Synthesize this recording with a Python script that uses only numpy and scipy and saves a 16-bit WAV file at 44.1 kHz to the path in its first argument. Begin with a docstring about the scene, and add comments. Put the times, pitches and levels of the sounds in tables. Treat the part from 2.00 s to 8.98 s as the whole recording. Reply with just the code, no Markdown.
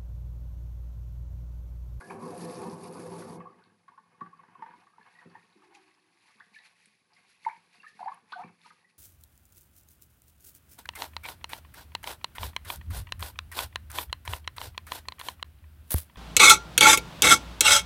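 """First a spray tap hisses and drums on a steel kitchen sink. After about 1.4 seconds it is shut off.
Then a hand stirs rice in a pot of water held in the basin: water sloshes, grains rustle, air pockets
ring and burst, and the pot bumps the sink floor. Midway the pot groans as it shifts on the wet steel.
Near the end come the loudest gurgles. The ringing basin colours the drumming, splashes and bumps."""
import sys
import numpy as np
from scipy import signal
from scipy.fft import rfft, irfft, next_fast_len
from scipy.io import wavfile
from scipy.ndimage import uniform_filter1d, map_coordinates

SR = 44100
rng = np.random.default_rng(int(sys.argv[2]) if len(sys.argv) > 2 else 0)


def log_audio(samples):
    """Write samples as a 16-bit WAV file to the path given in sys.argv[1]."""
    # one column per channel
    frames = np.atleast_2d(samples).T
    # limit to full scale, then quantise
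    limited = np.clip(frames, -1, 1)
    pcm = np.round(limited * 32767).astype(np.int16)
    wavfile.write(sys.argv[1], SR, pcm)


N = 307818  # about 7 seconds


def amp(db):
    """Turn decibels (dB) into a gain to multiply by."""
    return 10 ** (np.asarray(db) / 20)


def unit(x):
    """Scale a sound to an average power of 1."""
    return x / np.sqrt(np.mean(x ** 2) + 1e-20)


def along(points, hz):
    """Read between (Hz, value) points, spaced by octaves."""
    f, v = np.transpose(points)
    return np.interp(np.log(hz + 1), np.log(f + 1), v)


def curves(rows):
    """One gain curve for each dB column; silent outside the table's times."""
    s, *cols = np.transpose(rows)
    return [amp(np.interp(np.arange(N) / SR, s, c, left=-150, right=-150)) for c in cols]


def wobble(rate):
    """A smooth curve through `rate` random values a second."""
    return map_coordinates(rng.standard_normal(int(N * rate / SR) + 4), [np.arange(N) * rate / SR])


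def filtered(x, response):
    """Multiply each frequency f in a sound by response(f)."""
    size = next_fast_len(N + SR // 2)
    return irfft(rfft(x, size) * response(np.fft.rfftfreq(size, 1 / SR)), size)[..., :N]


def patchy(x, depth_db):
    """Turn narrow bands of a sound up and down briefly, at random."""
    bands = signal.stft(x, nperseg=1024)[2]
    patches = uniform_filter1d(rng.standard_normal(bands.shape), size=2, axis=0)
    patches = uniform_filter1d(patches, size=5, axis=1)
    return signal.istft(bands * amp(depth_db * unit(patches)), nperseg=1024)[1][:N]


def patter(rate, spread_db, smooth):
    """About `rate` random taps a second, over a `smooth` share of steady noise."""
    chance, size, side = rng.random((3, N))
    hits = (chance < rate / SR) * amp(-spread_db * np.log(size + 0.035)) * np.sign(side - .5)
    return unit(unit(hits) + smooth * rng.standard_normal(N))


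def fizz(spectrum, count, cycles, spread_db, smooth):
    """Tiny fading pings of rising pitch over noise, coloured by the spectrum."""
    pitch, size, start = np.hsplit(rng.random((count, 3)), 3)
    hz = 900 * 13 ** pitch
    t = np.arange(int(40 * cycles + 120)) / SR
    age = hz * t / cycles
    pings = np.sin(2 * np.pi * hz * t * (1 + 0.0065 * age)) * np.exp(-age) * (1 - np.exp(-8 * age))
    pings *= np.sqrt(hz) * amp(-spread_db * np.log(size + 0.0035))
    where = (start * N).astype(int) + np.arange(len(t))
    sound = unit(np.bincount(where.ravel(), pings.ravel(), N + len(t))[:N])
    sound += smooth * rng.standard_normal(N)
    power = uniform_filter1d(np.abs(rfft(sound)) ** 2, size=4000)
    flat = irfft(rfft(sound) / np.sqrt(power + 1e-9), N)  # even it out before colouring
    return unit(filtered(flat, lambda f: amp(along(spectrum, f))))


def resonance(f, hz, width):
    """One ringing note: it answers most to frequencies near hz."""
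    return 1j * f * width / (hz * hz - f * f + 1j * f * width)


# Notes of the steel basin and the air in it. Each row: pitch in Hz, width in Hz, level in dB.
BASIN_NOTES = [(103.2, 13.5, -4), (170.5, 10.4, 6.5), (241.5, 37, -2.5), (328.4, 15.5, -1), (388.3, 22, 0),
               (502, 25.2, 1), (713.5, 25, -6.5), (784, 16, -7.5), (866, 22, -5.5), (968, 54, -9.5),
               (1108, 61, -9.5), (1283, 98, -20), (1487, 70, -22.5), (1587, 97, -25.5), (1604, 79, -20),
               (1766, 62, -27), (1810, 9.2, -20.5), (2180, 28, -24), (2440, 15, -29), (2610, 9.8, -24.5)]
def vessel(f, notes=BASIN_NOTES):
    """How a hollow vessel rings: the basin, unless other notes are given."""
    return sum((-1) ** k * amp(db) * resonance(f, hz, width) for k, (hz, width, db) in enumerate(notes))


# Tone of the background. Each row: frequency in Hz, level in dB.
AIR_TONE = [(24, -31), (58, -13.5), (95, 4.5), (186, 1.5), (310, -8), (441, -2.5), (631, -6), (863, -3),
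            (972, -14), (1100, 2.5), (1360, -13.5), (2150, -17.5), (3080, -11), (4630, -8), (8030, -18.5),
            (10700, -8), (12400, -37.5), (16100, -65), (22000, -120)]
def air():
    """The steady murmur of the room and the microphone."""
    return amp(-78.5) * unit(filtered(rng.standard_normal(N), lambda f: amp(along(AIR_TONE, f))))


# The room's echo. Each row: frequency in Hz, seconds to fade by 60 dB.
ECHO_TIMES = [(200, 0.37), (1000, 0.18), (3000, 0.35), (10000, 0.033)]
def kitchen_echo(x):
    """The room answers; each frequency dies away at its own speed."""
    hz, t, bands = signal.stft(rng.standard_normal(SR // 2), SR, nperseg=256)
    tail = signal.istft(bands * amp(-60 * t / along(ECHO_TIMES, hz)[:, None]), SR, nperseg=256)[1]
    return signal.fftconvolve(np.pad(x, (300, 0)), tail / np.linalg.norm(tail))[:N]


# One list for each groan of the pot. Each row: time in seconds, pitch in Hz, level in dB.
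GROANS = [
    [(2.74, 239, -82), (2.77, 265, -64), (2.795, 318, -69), (2.82, 364, -74), (2.86, 380, -86)],
    [(3.7, 876, -78), (3.718, 820, -64), (3.76, 826, -61.5), (3.8, 798, -68), (3.83, 754, -76)],
    [(3.55, 342, -78), (3.57, 341, -59), (3.63, 352, -69), (3.69, 361, -66.5), (3.8, 358, -67),
     (3.9, 344, -76.5), (4.2, 327, -79), (4.3, 342, -80)],
]
def groans():
    """The pot sticks and slips on the wet steel, making a rough, unsteady tone."""
    out, t = np.zeros(N), np.arange(N) / SR
    for rows in GROANS:
        s, hz, db = np.transpose(rows)
        phase = 2 * np.pi * np.cumsum(np.interp(t, s, hz)) / SR
        level = amp(np.interp(t, s, db, left=-150, right=-150) + 0.88 * wobble(25))
        out += level * ((0.07 + wobble(120)) * np.sin(phase) + wobble(120) * np.cos(phase))
    return out


# Finger strokes. Each row: time of the peak in seconds, peak level in dB, length in seconds.
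STROKES = [(2.787, -70, 0.16), (3.137, -69, 0.29), (3.412, -72, 0.65), (3.647, -70, 0.081),
           (3.753, -59, 0.03), (3.827, -69, 0.18), (4.254, -67, 0.47), (4.555, -61.5, 0.057),
           (4.653, -59, 0.062), (4.806, -66, 0.22), (5.163, -67.5, 0.15), (5.298, -60, 0.078),
           (5.457, -58.5, 0.097), (5.6, -69.5, 0.41), (5.756, -65, 0.12), (5.882, -59, 0.04),
           (6.003, -64, 0.18), (6.126, -64, 0.039), (6.31, -64, 0.078), (6.4, -66.5, 0.18),
           (6.657, -61, 0.13), (6.897, -67.5, 0.027)]
# Tone of the rice. Each row: frequency in Hz, level in dB.
RICE_TONE = [(880, -36), (1500, -8.5), (1940, -1.5), (2550, 0), (3010, -10), (4440, -6.5), (5210, -13),
             (7890, -22.5), (8920, -20.5), (10700, -15.5), (11300, -20), (12400, -74.5), (16100, -78),
             (22000, -120)]
def rice(lumps):
    """Grains rub and tick against each other; each stroke swells, then fades more slowly."""
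    swell_db, fade_db = 26, 12  # drop from the peak, one length before and after it
    rub = amp(0.97 * lumps + 1.7 * wobble(60))
    rub *= fizz(RICE_TONE, count=8000, cycles=3.2, spread_db=2.5, smooth=1.6)
    ticks = patter(700, spread_db=3.5, smooth=0.1)
    ticks = filtered(ticks, lambda f: amp(along(RICE_TONE, f)) * f / 4000)
    t = np.arange(N) / SR
    power = amp(-86.5) ** 2 * (t > STIR_LEVELS[0][0])  # a faint rustle once stirring starts
    for s, db, length in STROKES:
        power += amp(db - np.where(t < s, swell_db, fade_db) * np.abs(t - s) / length) ** 2
    return np.sqrt(power) * (unit(rub) + amp(-9.5) * unit(ticks))


# The stirring hand. Each row: time in seconds, slosh level in dB, rumble level in dB.
STIR_LEVELS = [(1.4, -55, -77), (1.5, -65.5, -94), (1.6, -64, -74), (1.68, -63, -66.5), (1.77, -72, -73.5),
               (2.05, -69.5, -75), (2.24, -63.5, -73.5), (2.52, -63.5, -67), (2.7, -55, -66),
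               (2.84, -65, -74), (2.95, -64, -79), (3.02, -64, -77), (3.07, -62, -87), (3.13, -63, -77),
               (3.22, -61, -73), (3.3, -58, -64.5), (3.37, -57.5, -61.5), (3.47, -66.5, -79),
               (3.73, -61.5, -87), (3.95, -69, -80.5), (4.08, -76.5, -83), (4.3, -65.5, -85),
               (4.5, -74, -89), (4.67, -66, -84), (5.0, -83.5, -83.5), (5.17, -66.5, -79),
               (5.38, -73.5, -85.5), (5.55, -67.5, -74), (5.84, -67.5, -85), (5.95, -72.5, -73),
               (6.05, -51.5, -76), (6.27, -70, -80.5), (6.44, -55.5, -66), (6.59, -71, -75.5),
               (6.98, -75, -77.5)]
# Tones of the slosh and of its small bubbles. Each row: frequency in Hz, level in dB.
SLOSH_TONE = [(500, -25), (750, -8.5), (1200, -5), (2000, 6.5), (3000, 7.5), (4000, -16.5)]
PLIP_TONE = [(700, -37), (1000, 7.5), (1900, 5), (2600, -11), (3300, -21), (4500, -7), (6500, -40.5)]
def stirring():
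    """Water sloshes in lumps, sheds small bubbles, moves the rice and rumbles through the pot."""
    slosh_gain, rumble_gain = curves(STIR_LEVELS)
    lumps = wobble(16)  # water and rice surge together
    water = patter(1500, spread_db=-6.5, smooth=0.95) * amp(0.85 * lumps + 3.66 * wobble(45))
    water = filtered(water, lambda f: (vessel(f) + amp(-41)) * amp(along(SLOSH_TONE, f)))
    plips = fizz(PLIP_TONE, count=3500, cycles=10, spread_db=4, smooth=0.1)
    rustle = rice(lumps)
    knocks = patter(67, spread_db=4.5, smooth=0.52)
    rumble = filtered(knocks, lambda f: vessel(f) / (1 + 1j * f / 330) ** 2)
    return slosh_gain * (amp(-4) * unit(water) + amp(-12.5) * plips) + rustle + rumble_gain * unit(rumble)


# Drops from the jets, then the fingers. Each row: start in seconds, level in dB, boosted pitch in Hz.
SPATTERS = [(.378, -50, 10000), (.449, -55, 10000), (.497, -53.5, 4000), (.555, -49.5, 5500),
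            (.688, -49, 10500), (.698, -52, 5540), (.836, -44, 9600), (0.842, -44.5, 4770),
            (.925, -47.5, 9600), (.984, -65, 5000), (1.34, -67, 6500), (1.6378, -62, 3930),
            (3.029, -63, 4330), (3.5255, -58, 3820), (3.7493, -55, 4800), (3.7488, -55, 6700),
            (3.757, -54, 2970), (4.399, -56, 3480), (4.543, -57, 4000), (4.549, -64, 4500),
            (4.586, -50.5, 4100), (4.66, -60, 3900), (4.857, -50.5, 8900), (5.1337, -57, 5100),
            (5.429, -55.5, 4640), (5.821, -60, 4300), (5.872, -66, 4440), (5.9997, -56, 4680),
            (6.143, -53.5, 10400), (6.3201, -41.5, 3570), (6.324, -45.5, 4200), (6.6145, -59, 3740)]
def spatters():
    """Fine drops land in short, bright bursts of noise."""
    attack_s, fade_s, spike_s = 0.0008, 0.022, 0.0096
    out, t = np.zeros(N + SR), np.arange(SR // 8) / SR
    f = np.fft.rfftfreq(len(t), 1 / SR)
    shape = (1 - np.exp(-t / attack_s)) * amp(-60 * t / fade_s) * (1 + amp(-60 * t / spike_s))
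    for s, db, hz in SPATTERS:
        colour = amp(along(RICE_TONE, f)) * (.5 + 13.2 / (1 + ((f - hz) / 600) ** 2))
        drops = rng.standard_normal(len(t)) * (0.38 + 4 * (rng.random(len(t)) < 0.012))
        burst = unit(irfft(rfft(drops) * colour, len(t)))
        out[round(s * SR):][:len(t)] += amp(db) * shape * burst
    return out[:N]


# Notes of the full pot. Each row: pitch in Hz, width in Hz, level in dB.
POT_NOTES = [(199, 25, 5.7), (442, 28, 6.3)]
# The pot meets the sink floor. Each row: start in seconds, strength of the push in dB.
BUMPS = [(1.719, -1), (1.901, -13), (2.001, -9), (2.212, 17.5), (2.62, 2), (2.992, -2), (3.255, 14),
         (3.268, 11.5), (3.437, -2), (3.558, -1.5), (4.355, -5.5), (4.467, -7), (4.516, -6), (4.87, -6.5),
         (5.782, -3), (5.951, -3), (6.0, -4.5), (6.232, -3), (6.325, -2), (6.409, 2), (6.44, 18),
         (6.656, -4.5)]
def bumps():
    """A soft push, then a judder as the pot settles. 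Heavy bumps ring the basin, light ones the pot."""
    soft_hz, judder_s, heavy_db = 100, 0.12, 5
    heavy, light = np.zeros((2, N + SR))
    t = np.arange(SR // 4) / SR
    push = t * np.exp(-2 * np.pi * soft_hz * t)
    for s, db in BUMPS:
        judder = amp(-33 - 60 * t / judder_s) * rng.standard_normal(len(t))
        judder[0] = 1  # the first contact
        track = light if db < heavy_db else heavy
        track[round(s * SR):][:len(t)] += amp(db) * signal.fftconvolve(judder, push / push.sum())[:len(t)]
    thuds = filtered(heavy[:N], vessel) + filtered(light[:N], lambda f: vessel(f, POT_NOTES))
    return amp(6) * filtered(thuds, lambda f: 1 / (1 + 130 / (1j * f + 1)) ** 4)  # thin the bass


# Air pockets in the water. Each row: start in seconds, strength in dB, pitch in Hz,
# seconds to fade by 60 dB, share by which the pitch rises in a third of that time.
BUBBLES = [(.007,-50,1660,0.22,0.06), (0.098,-34,2270,0.03,0.17), (.105,-21.5,960,0.015,0.01),
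           (1.403,-26,1128,0.022,0), (1.438,-39,1080,0.021,0.1), (1.454,-34,1064,0.03,0.07),
           (1.468,-28,1120,0.025,0), (1.498,-37,1120,0.017,0.14), (1.879,-36,1095,0.035,0.02),
           (1.918,-45,956,0.03,0.03), (1.939,-45,1100,0.03,0.03), (1.975,-38,1080,0.035,0.03),
           (1.976,-42,900,0.03,0), (2.142,-57.5,1123,0.085,0.03), (2.209,-29,1105,0.053,0.06),
           (2.259,-37.5,1080,0.024,0.09), (2.328,-38.5,1100,0.038,0.04), (2.391,-40,1098,0.036,0),
           (2.435,-32,930,0.015,0), (2.438,-46,1600,0.02,0.1), (2.484,-44,1014,0.01,0.4),
           (2.486,-50,1520,0.014,0), (2.552,-36,1100,0.029,0), (2.59,-47,974,0.094,0.3),
           (2.621,-25,916,0.038,0), (2.66,-32,960,0.023,0), (2.686,-34,928,0.023,0.04),
           (2.709,-39,960,0.025,.01), (2.733,-43.5,966,0.07,0.01), (2.981,-30.5,934,0.016,0),
           (3.01,-44,1670,0.025,0.06), (3.15,-48,1910,0.034,0), (3.186,-41.5,1890,0.025,0.05),
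           (3.35,-32.5,865,0.024,0.15), (3.352,-37,1834,0.024,0), (3.753,-29.5,2520,0.0096,0),
           (4.254,-52.5,950,0.027,0.15), (4.399,-33.5,1030,0.017,0.35), (4.402,-34,1520,0.028,0.31),
           (4.543,-47,2237,0.047,0.3), (4.561,-32,1763,0.028,0), (4.584,-46,1920,0.042,0.02),
           (5.162,-51.5,2100,0.046,0.05), (5.448,-24,2110,0.016,0.03), (5.463,-10,898,0.021,0.03),
           (5.4755,-18,950,0.012,0), (5.484,-37,1450,0.02,0.43), (5.494,-27,890,0.013,0.3),
           (5.496,-24,2120,0.012,0.1), (5.508,-36.5,2225,0.013,0.13), (5.52,-51,920,0.025,0.3),
           (5.799,-43.5,2710,0.031,0), (5.83,-40.5,1634,0.036,0.17), (5.841,-42,1840,0.023,0.4),
           (5.84,-41,1236,0.053,0), (5.863,-30.5,1710,0.027,0.1), (5.992,-26,846,0.018,0.14),
           (6.004,-24,770,0.02,0), (6.012,-28,760,0.026,0), (6.02,-34,770,0.013,0.6),
           (6.027,-14,804,0.011,0.2), (6.058,-20,746,0.024,0), (6.063,-23,784,0.036,0.02),
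           (6.07,-15.5,850,0.021,0), (6.077,-21,899,0.033,0.21), (6.079,-35,1597,0.019,0.35),
           (6.087,-19,1021,0.016,0), (6.102,-40,890,0.011,0.1), (6.117,-18.5,1084,0.019,0.01),
           (6.125,-33,1100,0.015,0.18), (6.322,-18.5,874,0.014,0.17), (6.326,-23,1160,0.019,0.08),
           (6.332,-25,1490,0.025,0), (6.356,-34.5,735,0.1,0), (6.374,-34,855,0.086,0.23),
           (6.389,-31,745,0.053,0), (6.392,-43.5,1247,0.079,0.1), (6.404,-35.5,746,0.075,0.23),
           (6.422,-35,877,0.038,0.23), (6.427,-44,1790,0.034,0.01), (6.435,-35,1037,0.022,0.16),
           (6.434,-37.5,2300,0.022,0.04), (6.439,-46,2600,0.022,0.03), (6.645,-48.5,1235,0.059,0.04),
           (6.659,-33.5,930,0.018,0.02), (6.704,-42.5,1240,0.039,0), (6.841,-51,1927,0.041,0)]
def bubbles():
    """Air pockets ring unevenly as the water reshapes them; most rise in pitch."""
    attack_s, strong_db = .0032, -14.9
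    rings, t = np.zeros(N + SR), np.arange(SR // 5) / SR
    shaking = amp(1.8 * wobble(110))
    drift = np.pad(.55 * wobble(140), (0, SR))
    for s, db, hz, fade_s, rise in BUBBLES:
        start = round(s * SR)
        pitch = hz * (1 + rise * (np.minimum(3 * t / fade_s, 1.5) - .3))
        phase = 2 * np.pi * np.cumsum(pitch) / SR
        phase += (drift[start:][:len(t)] - drift[start]) * np.minimum(fade_s / .04, 1)
        closing = 2.4 if db > strong_db else 1.45  # strong pockets hold, then snap shut
        level = amp(db - 60 * (t / fade_s) ** closing) * (1 - np.exp(-t / attack_s)) ** 2
        rings[start:][:len(t)] += level * np.sin(phase)
    return filtered(rings[:N] * shaking,
                    lambda f: (1 + amp(-6) * vessel(f)) / (1 + 450 / (1j * f + 1)) ** 2)


# Slaps of water. Each row: start in seconds, strength in dB.
SPLASHES = [(.007, -4), (0.104, -2), (1.22, -7), (1.88, -13), (1.976, -16.5), (2.207, -7), (2.259, -13),
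            (2.434, -16.5), (2.481, -17.5), (2.548, -19), (2.589, -20), (2.621, -6.5), (2.66, -11),
            (2.708, -15), (2.734, -19), (2.867, -19), (2.93, -27), (2.98, -19.5), (3.007, -25),
            (3.188, -34), (3.213, -13), (3.347, -16), (3.753, -31), (4.399, -17.5), (4.663, -27),
            (5.448, -10), (5.487, -6.5), (5.83, -13), (5.991, -10.5), (6.08, -4.5), (6.116, -25),
            (6.32, -7.5), (6.386, -24), (6.434, -15.5), (6.66, -19), (6.705, -16.5)]
# Tone of a slap. Each row: frequency in Hz, level in dB.
SPLASH_TONE = [(450, -34.5), (750, -16.5), (1200, -4), (1800, 0), (2600, -16), (5000, -25.5), (12000, -58)]
def splashes():
    """Water slaps the pot and basin, and each bursting air pocket adds a small splash."""
    attack_s, fade_s = .001, 0.045
    slaps, t = np.zeros(N + SR), np.arange(SR // 5) / SR
    shape = (1 - np.exp(-t / attack_s)) * amp(-60 * t / fade_s)
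    bursts = [(s, db - 16) for s, db, *_ in BUBBLES]
    for s, db in SPLASHES + bursts:
        slaps[round(s * SR):][:len(t)] += amp(db) * shape * rng.standard_normal(len(t))
    return filtered(slaps[:N], lambda f: (vessel(f) + amp(-26)) * amp(along(SPLASH_TONE, f)))


# The running tap. Each row: time in seconds, drumming level in dB, hiss level in dB.
SPRAY_LEVELS = [(0.0, -48, -62.5), (0.048, -53, -62), (0.12, -41, -58), (0.18, -42, -64.5),
                (0.252, -38, -57), (0.37, -41, -55.5), (0.44, -38.5, -54), (0.522, -40.5, -56.5),
                (0.6, -38.5, -56.5), (0.662, -36, -54.5), (0.8, -43.5, -59), (0.86, -41, -58),
                (0.93, -42, -58.5), (1.0, -39.5, -55), (1.06, -42.5, -59.5), (1.182, -40, -56),
                (1.33, -43.5, -61.5), (1.362, -45.5, -63.5), (1.385, -45, -74), (1.474, -55.5, -92),
                (1.62, -65.5, -91)]
# Tone of the jets. Each row: frequency in Hz, level in dB.
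JET_TONE = [(760, -42), (1300, -13), (1790, -3), (1990, -8), (2440, -6), (3180, -11.5), (4680, -5.5),
            (7940, -12.5), (9680, -5), (10700, -1.5), (11500, -8), (12400, -65), (16100, -65),
            (22000, -120)]
# High ring of the steel under the jets. Each row: pitch in Hz, width in Hz, share added.
HIGH_NOTES = [(2460, 35, 1), (4550, 50, 1), (4900, 66, 0.19), (5460, 44, 0.19)]
def spray():
    """Drops drum on the basin; the jets hiss, spit and make the steel ring faintly."""
    drum_gain, hiss_gain = curves(SPRAY_LEVELS)
    drops = amp(0.5 * wobble(30)) * patter(2500, spread_db=2, smooth=1.2)
    drops = patchy(drops, depth_db=2.6)  # the jets wander, feeding now one note, now another
    drumming = unit(filtered(drops, vessel))
    flutter = amp(1.5 * wobble(12) + 1.3 * wobble(30) + 1.3 * wobble(90))
    jets = flutter * fizz(JET_TONE, count=9000, cycles=5, spread_db=0.5, smooth=1.5)
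    jets = filtered(jets, lambda f: 1 + sum(share * resonance(f, hz, w) for hz, w, share in HIGH_NOTES))
    spit = filtered(patter(160, spread_db=4, smooth=0.05), lambda f: amp(along(JET_TONE, f)))
    return drum_gain * drumming + hiss_gain * unit(unit(jets) + amp(-12) * unit(spit))


def scene():
    """Everything close to one microphone; only the sudden sounds get an echo."""
    hits = bubbles() + splashes() + bumps() + spatters()
    return (hits + amp(-9.5) * kitchen_echo(hits) + spray() + stirring() + groans() + air())[None]


def record(dry):
    """The microphone loses the deep bass and the very highest treble."""
    bass_hz, top_hz = 70, 12400
    return filtered(dry, lambda f: (f < top_hz) * (1j * f / (bass_hz + 1j * f)) ** 2)


dry = scene()
out = record(dry)
log_audio(out)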